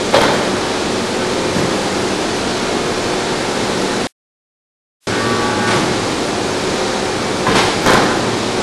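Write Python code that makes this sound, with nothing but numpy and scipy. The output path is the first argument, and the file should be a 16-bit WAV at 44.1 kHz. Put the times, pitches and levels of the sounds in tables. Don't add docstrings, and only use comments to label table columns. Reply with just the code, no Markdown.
import sys
import numpy as np
from scipy import signal
from scipy.fft import rfft, irfft
from scipy.io import wavfile
from scipy.ndimage import uniform_filter1d

SR = 44100
rng = np.random.default_rng(int(sys.argv[2]) if len(sys.argv) > 2 else 0)


def field_ratio(decibels):
    return 10 ** (np.asarray(decibels, dtype=float) / 20)


def unload_audio(sound):
    columns = np.transpose(np.atleast_2d(sound))
    steps = np.round(np.clip(columns, -1, 1) * 32767)
    wavfile.write(sys.argv[1], SR, steps.astype(np.int16))


N = 380141
T = np.arange(N) / SR

MOTOR_HZ, PUMP_HZ, RAM_HZ = 24.51, 58.312, 114.4
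RAM_SAG_HZ_PER_S = 1.2
SURGE_RISE_S, SURGE_FADE_S = 0.042, 0.065
ROAR_DB, SHED_DB = -19.5, -5
GAP_START_S, GAP_END_S = 4.0708, 5.0706

# partials (multiple of RAM_HZ, level/dB rms), surges (start t/s, stop t/s, level/dB)
GROWL_VOICE = [
    [(1, -29.5), (2, -28)],
    [(5.0, 5.72, -1), (5.9, 6.3, -7.5), (8.05, 8.5, -4)],
]
PIPE_VOICE = [
    [(7.39, -26)],
    [(5.36, 5.64, 0), (5.66, 5.82, -1.5)],
]
SEAL_VOICE = [
    [(10.02, -26), (11, -36)],
    [(5.08, 5.18, -6), (5.16, 5.5, -1), (5.5, 5.76, -3)],
]
WHINE_VOICE = [
    [(13, -29), (14, -30.5)],
    [(5.08, 5.33, -2.5), (5.38, 5.55, -2.5), (5.56, 5.72, 1)],
]
SQUEAL_VOICE = [
    [(16, -31)],
    [(5.13, 5.36, -1), (5.58, 5.68, -1)],
]

# broad colour (f/Hz, level/dB per Hz), rings (f/Hz, width/Hz, level/dB)
CHUTE_BODY = [
    [(60, -28), (120, -5.5), (300, 0.5), (600, -4), (1500, -2), (2700, -13), (3500, -13.5), (6000, -25.5), (11000, -42)],
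    [(576, 31, 3.5), (874, 32, -6), (1386, 86, -11), (1800, 150, -13), (2080, 46, -14), (3160, 36, -16), (3550, 69, -15), (3940, 39, -19), (4470, 34, -20.5), (5100, 74, -18.5)],
]
HOPPER_BODY = [
    [(60, -26), (120, -5.5), (300, 1), (1000, -3), (2000, -8), (2600, -16), (4000, -11), (7000, -21), (11000, -47)],
    [(294, 33, 0), (483, 39, 1.5), (820, 40, 2), (1014, 18, 4), (1267, 27, 2), (1520, 30, -7), (1744, 41, -8), (1940, 31, -15), (2183, 44, -14), (3270, 140, -14), (4860, 200, -12)],
]
FRAME_BODY = [
    [(40, -28), (90, -3), (170, 6.5), (400, -5), (1000, -8), (1700, -8), (2500, -13), (5000, -17), (9000, -49)],
    [(216, 35, 5), (440, 27, 2), (1014, 27, -2.5), (1570, 180, -13), (2660, 55, -13), (3550, 45, -15)],
]
FLOOR_BODY = [
    [(40, -30), (90, -7.5), (170, 0), (380, -5.5), (800, -14), (2000, -19), (5000, -39)],
    [(170, 70, 0.5), (354, 50, -2)],
]
CHIPS_BODY = [
    [(100, -23), (300, -3), (900, 2), (2000, -1), (4500, -4), (7000, -13.5), (10000, -16), (12000, -27)],
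    [(845, 55, 2.5), (2230, 80, -6)],
]
PLATE_BODY = [
    [(1500, -19.5), (2800, -10), (3200, -0.5), (4600, -3.5), (5500, -13), (9000, -30.5)],
    [(3230, 60, 1.5), (3550, 80, -3.5), (4006, 60, -2.5), (4450, 80, -8)],
]
BAR_BODY = [
    [(400, -24), (700, -2.5), (1000, -3.5), (1700, -4), (2200, -7), (2600, -25), (5000, -41)],
    [(870, 70, -2), (1013, 60, 0.5), (1537, 35, -5)],
]
DRUM_BODY = [
    [(200, -20.5), (450, -3), (600, 1), (900, -4), (2000, -27)],
    [(589, 28, 0.5), (545, 30, -6)],
]
TUBE_BODY = [
    [(900, -20), (1500, 2), (1800, -2), (2500, -23)],
    [(1545, 20, 1), (1745, 35, -7)],
]

# (rise/s, rings against colour/dB, brightness/dB per octave, unevenness/dB)
CHUTE_TOUCH, HOPPER_TOUCH, FRAME_TOUCH = (.003, 2, -1.8, 3), (.003, -2, -1.5, 4), (.004, 0, 0, 4.5)
FLOOR_TOUCH, CHIP_TOUCH = (.011, -0.5, 0, 1.5), (.011, -7, 0.15, 0.2)
PLATE_TOUCH, BAR_TOUCH = (.0015, 3, -3, 3), (.001, .6, -1, 3)
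DRUM_TOUCH, TUBE_TOUCH = (.002, 6, .1, 2.2), (.006, 6, .1, 2.2)

# (t/s, level/dB, rattle t60/s)
CHUTE_HITS = [
    (.123, -21.5, 0.3),
    (.14, -14, 0.22),
    (.182, -13.5, 0.1),
    (.165, -10.5, 0.08),
    (.205, -16, .05),
    (.232, -15, 0.3),
    (.278, -20, 0.2),
    (.335, -21, 0.38),
]
HOPPER_HITS = [
    (7.86, -15, 0.28),
    (7.88, -11, .2),
    (7.893, -15.5, 0.36),
    (7.933, -12.5, 0.33),
    (7.97, -14, .3),
    (8.02, -19, 0.23),
    (8.105, -22, .13),
    (7.998, -20, 0.14),
]
FRAME_HITS = [
    (7.475, -17, .4),
    (7.498, -17, 0.31),
    (7.515, -19, 0.27),
]
FLOOR_HITS = [
    (1.555, -14.5, 0.36),
    (1.6, -24, 0.31),
    (5.72, -17, .8),
    (7.54, -17.5, 0.62),
]
CHIP_HITS = [
    (5.665, -19.5, .57),
    (5.7, -17, .3),
    (5.75, -22, .29),
    (7.548, -11, 0.34),
    (7.575, -13.5, .38),
    (7.605, -23, .36),
    (7.65, -23, .55),
]
PLATE_HITS = [
    (.143, -17.5, 0.15),
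    (.205, -23.5, .18),
    (.245, -29, .3),
    (7.87, -24, .18),
    (7.918, -21.5, 0.13),
]
BAR_HITS = [
    (.137, -10.5, 0.11),
    (.21, -17, .2),
    (.232, -18, .15),
    (.28, -21.5, .2),
    (7.465, -12, 0.092),
    (7.861, -15.5, .3),
    (7.895, -16, 0.33),
    (7.95, -18.5, 0.28),
    (8.015, -20, 0.21),
]
DRUM_HITS = [
    (.141, -18.5, 0.13),
    (.174, -13.5, .08),
    (.232, -22.5, .08),
    (.335, -21, .1),
]
TUBE_HITS = [
    (7.9, -24, 0.22),
    (8.035, -27, 0.27),
]

# (multiple of shaft rate, level/dB rms)
MOTOR_LINES = [(1, -47.5), (3, -49), (8, -32.5), (9, -42), (10, -37), (13, -38), (15, -25), (16, -37.5),
               (17, -34), (18, -39), (19, -42), (20, -39.5), (22, -45.5), (24, -40), (31, -43), (38, -43)]
# (multiple of shaft rate, level/dB rms)
PUMP_LINES = [(4, -40.5), (8, -41.5), (9, -33), (10, -42.5), (11, -51.5), (12, -39.5), (13, -41),
              (14, -40.5), (15, -41), (16, -49), (17, -49.5), (18, -44.5), (21, -43), (23, -43.5),
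              (24, -44.5), (26, -43), (27, -50), (29, -46.5), (31, -48), (32, -51.5), (33, -50.5),
              (37, -44.5), (38, -49.5), (39, -49), (41, -46.5), (42, -47.5), (45, -45), (50, -56),
              (51, -53), (59, -52)]
# (t/s, motor x15 level/dB, pump x9 level/dB)
STANDING_WAVE = [(0, -34, -33), (.6, -29, -36.5), (1.3, -25.5, -31.5), (1.65, -25, -27),
                 (2.3, -31.5, -37.5), (3.2, -28, -36.5), (4.0, -26, -34), (5.1, -28, -32), (6.2, -27, -33),
                 (6.9, -27, -31), (7.6, -30.5, -31.5), (8.6, -26.5, -34)]
# (f/Hz, level/dB rms)
OTHER_LINES = [(33.6, -48), (98, -44.5), (283.6, -39), (298.1, -41), (326.7, -45), (477.4, -38),
               (779.6, -45), (851.6, -46.5), (887.9, -47.5), (1152.4, -47)]
# (f/Hz, level/dB per Hz)
ROAR_SPECTRUM = [(20, -20), (50, -21), (80, -9), (125, -5), (200, -4.5), (330, 1), (520, -4.5), (800, -6.5),
                 (1400, -10.5), (2700, -15.5), (4000, -13.5), (7000, -20.5), (10000, -27), (12500, -36.5)]
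# (f/Hz, t60/s)
SHED_DECAY = [(150, 1.3), (500, 1.0), (1500, 1.1), (4000, 1), (9000, 0.85)]
OVERFLOW_TIMES = [.2172, 7.8633, 7.86345, 7.8744, 7.9069, 7.9351, 7.9431]


def ram():
    out = np.zeros(N)
    sag_hz = RAM_SAG_HZ_PER_S * np.clip(T - 5.4, -.4, .4)
    phase = 2 * np.pi * np.cumsum(RAM_HZ - sag_hz) / SR + 0.086 * walk(10)
    for partials, surges in GROWL_VOICE, PIPE_VOICE, SEAL_VOICE, WHINE_VOICE, SQUEAL_VOICE:
        on = np.zeros(N)
        for start_s, stop_s, db in surges:
            rise = np.clip((T - start_s) / SURGE_RISE_S, 0, 1)
            fade = np.exp(-np.clip(T - stop_s, 0, 9) / SURGE_FADE_S)
            on = np.maximum(on, field_ratio(db) * rise * fade)
        for k, db in partials:
            level = np.sqrt(2) * field_ratio(db + 1.6 * walk(14))
            out += level * on * np.sin(k * phase + 2 * np.pi * rng.random() + .6 * walk(25))
    return out


def knocks():
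    return (strike(CHUTE_BODY, CHUTE_TOUCH, CHUTE_HITS)
            + strike(HOPPER_BODY, HOPPER_TOUCH, HOPPER_HITS)
            + strike(FRAME_BODY, FRAME_TOUCH, FRAME_HITS)
            + strike(FLOOR_BODY, FLOOR_TOUCH, FLOOR_HITS)
            + strike(CHIPS_BODY, CHIP_TOUCH, CHIP_HITS)
            + strike(PLATE_BODY, PLATE_TOUCH, PLATE_HITS)
            + strike(BAR_BODY, BAR_TOUCH, BAR_HITS)
            + strike(DRUM_BODY, DRUM_TOUCH, DRUM_HITS)
            + strike(TUBE_BODY, TUBE_TOUCH, TUBE_HITS))


def brighten(rows, db_per_octave):
    return [(*row[:-1], row[-1] + db_per_octave * np.log2(row[0] / 1000)) for row in rows]


def strike(body, touch, blows):
    out, size = np.zeros(N + SR), SR
    t = T[:size]
    rise_s, rings_db, bright_db, grain_db = touch
    colour, rings = (brighten(part, bright_db) for part in body)
    for start_s, db, t60_s in blows:
        smooth = np.clip(t / rise_s, 0, 1) * field_ratio(-60 * t / t60_s)
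        grain = np.interp(t * 300, np.arange(size), rng.standard_normal(size))
        shape = smooth * field_ratio(grain_db * grain)
        push = rng.standard_normal(size) * shape
        push[int(rise_s * SR)] += 14 * np.exp(-rise_s / 0.0024)
        rung = sum(field_ratio(g) * ring(push, hz, width) / np.sqrt(width) for hz, width, g in rings)
        clatter = unit(coloured(colour, size) * shape)
        blow = clatter + field_ratio(rings_db) * unit(rung)
        start = int(start_s * SR)
        out[start:start + size] += field_ratio(db) * np.sqrt(np.mean(smooth ** 2)) * blow
    return out[:N]


def motor_and_pump():
    s, motor_db, piston_db = np.transpose(STANDING_WAVE)
    loudest_lines = [(15 * MOTOR_HZ, np.interp(T, s, motor_db)), (9 * PUMP_HZ, np.interp(T, s, piston_db))]
    motor_lines = [(k * MOTOR_HZ, db) for k, db in MOTOR_LINES if k != 15]
    pump_lines = [(k * PUMP_HZ, db) for k, db in PUMP_LINES if k != 9]
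    loudest = tones(loudest_lines, wander_db=1.6, wander_rad=.5, rate_hz=4)
    motor = tones(motor_lines, wander_db=2.6, wander_rad=0.43, rate_hz=4)
    pump = tones(pump_lines, wander_db=2.9, wander_rad=.6, rate_hz=3)
    return loudest + motor + pump


def other_machines():
    return tones(OTHER_LINES, wander_db=3.8, wander_rad=1.0, rate_hz=2)


def roar():
    hz = np.fft.rfftfreq(N, 1 / SR)
    spectrum = rfft(coloured(ROAR_SPECTRUM, N))
    out, swell = np.zeros(N), walk(0.86)
    throb = np.sin(2 * np.pi * 2 * MOTOR_HZ * T)
    for octave in range(10):
        share = np.clip(1 - np.abs(np.log2(hz / 25 + 1e-9) - octave), 0, 1)
        level_db = 0.31 * swell + .5 * walk(4.9) + 0.26 * throb
        out += irfft(spectrum * share, N) * field_ratio(level_db)
    return field_ratio(ROAR_DB) * unit(out)


def shed(x):
    size = int(1.5 * SR)
    t, hz = T[:size], np.fft.rfftfreq(size, 1 / SR)
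    spectrum, tail = rfft(rng.standard_normal(size)), np.zeros(size)
    for octave in range(9):
        share = np.clip(1 - np.abs(np.log2(hz / 50 + 1e-9) - octave), 0, 1)
        t60_s = curve(50 * 2 ** octave, SHED_DECAY)
        tail += irfft(spectrum * share, size) * field_ratio(-60 * t / t60_s)
    tail *= np.clip(t / 0.011, 0, 1)
    return signal.fftconvolve(x, tail / np.sqrt(np.sum(tail ** 2)))[:N]


def unit(x):
    return x / np.sqrt(np.mean(x ** 2))


def curve(hz, table):
    f, v = np.transpose(table)
    return np.interp(np.log(hz + 1), np.log(f), v)


def walk(rate_hz):
    k = int(SR / rate_hz)
    held = np.repeat(rng.standard_normal(N // k + 1), k)
    return 1.2 * uniform_filter1d(uniform_filter1d(held, k), k)[:N]


def coloured(table, size):
    gain = field_ratio(curve(np.fft.rfftfreq(size, 1 / SR), table))
    return unit(irfft(rfft(rng.standard_normal(size)) * gain, size))


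def ring(x, hz, width_hz):
    return signal.lfilter(*signal.iirpeak(hz, hz / width_hz, fs=SR), x)


def tones(lines, wander_db, wander_rad, rate_hz):
    out, step = np.zeros(N), 512
    for hz, db in lines:
        noise = rng.standard_normal((2, N // step + 2))
        slow = uniform_filter1d(noise, int(SR / step / rate_hz), axis=1)
        swell, turn = (np.interp(np.arange(N) / step, np.arange(len(s)), unit(s)) for s in slow)
        phase = 2 * np.pi * (hz * T + rng.random()) + wander_rad * turn
        out += np.sqrt(2) * field_ratio(db + wander_db * swell) * np.sin(phase)
    return out


def overflow(x):
    for s in OVERFLOW_TIMES:
        swing = np.exp(-((T - s) / .00025) ** 2)
        x = x * (1 - swing) - .78 * swing
    flipped = np.isin(np.arange(N), (np.array(OVERFLOW_TIMES) * SR).astype(int))
    return x + 1.75 * flipped


def ragged_treble(x):
    hz, _, cells = signal.stft(x, SR, nperseg=4096)
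    frames = cells.shape[-1]
    hz = hz[:, None]
    edge_hz = 12380 - 420 * rng.random(frames) ** 2
    island = (np.abs(hz - 12650) < 60) & (rng.random(frames) < .15)
    lost = rng.random((len(hz), frames)) < np.clip((hz - 9500) / 4500, 0, 1)
    kept = ((hz < edge_hz) | island) & ~lost
    return signal.istft(cells * kept, SR, nperseg=4096)[1][..., :N]


def side_flecks(x):
    hz, _, cells = signal.stft(x, SR, nperseg=2048)
    band = (5 * np.log2(1 + hz / 1000)).astype(int)
    chance = np.interp(hz, [1200, 2600, 5000, 9500, 9600], [0, .03, .022, .008, 0])
    odd = rng.random((band.max() + 1, cells.shape[1]))[band] < chance[:, None]
    turned = cells * odd * np.exp(2j * np.pi * rng.random(cells.shape))
    return field_ratio(-11) * signal.istft(turned, SR, nperseg=2048)[1][:N]


def dropout(x):
    inside_s = np.minimum(T - GAP_START_S, GAP_END_S - T)
    reach_s = np.where(T < (GAP_START_S + GAP_END_S) / 2, .056, .068)
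    fade = np.cos(np.pi / 2 * np.clip(inside_s / reach_s, 0, 1)) ** 1.17
    smear = field_ratio(-51.0) * fade * (inside_s < reach_s)
    faint = coloured([(60, -24), (250, -12), (500, -11), (3000, -4), (10000, -3.5), (12500, -11.0)], N)
    return np.where(inside_s > 0, smear * faint, x)


def scene():
    struck = knocks()
    machines = motor_and_pump() + other_machines() + roar()
    mono = ram() + struck + field_ratio(SHED_DB) * shed(struck) + machines
    return np.array([mono, mono])


def low_pass(x):
    return signal.sosfilt(signal.butter(12, 13010, fs=SR, output="sos"), x)


def record(dry):
    x = dropout(ragged_treble(overflow(np.clip(dry, -.96, .96))))
    mix = x + side_flecks(x[0]) * np.array([[1], [-1]])
    return low_pass(mix)


dry = scene()
out = record(dry)
unload_audio(out)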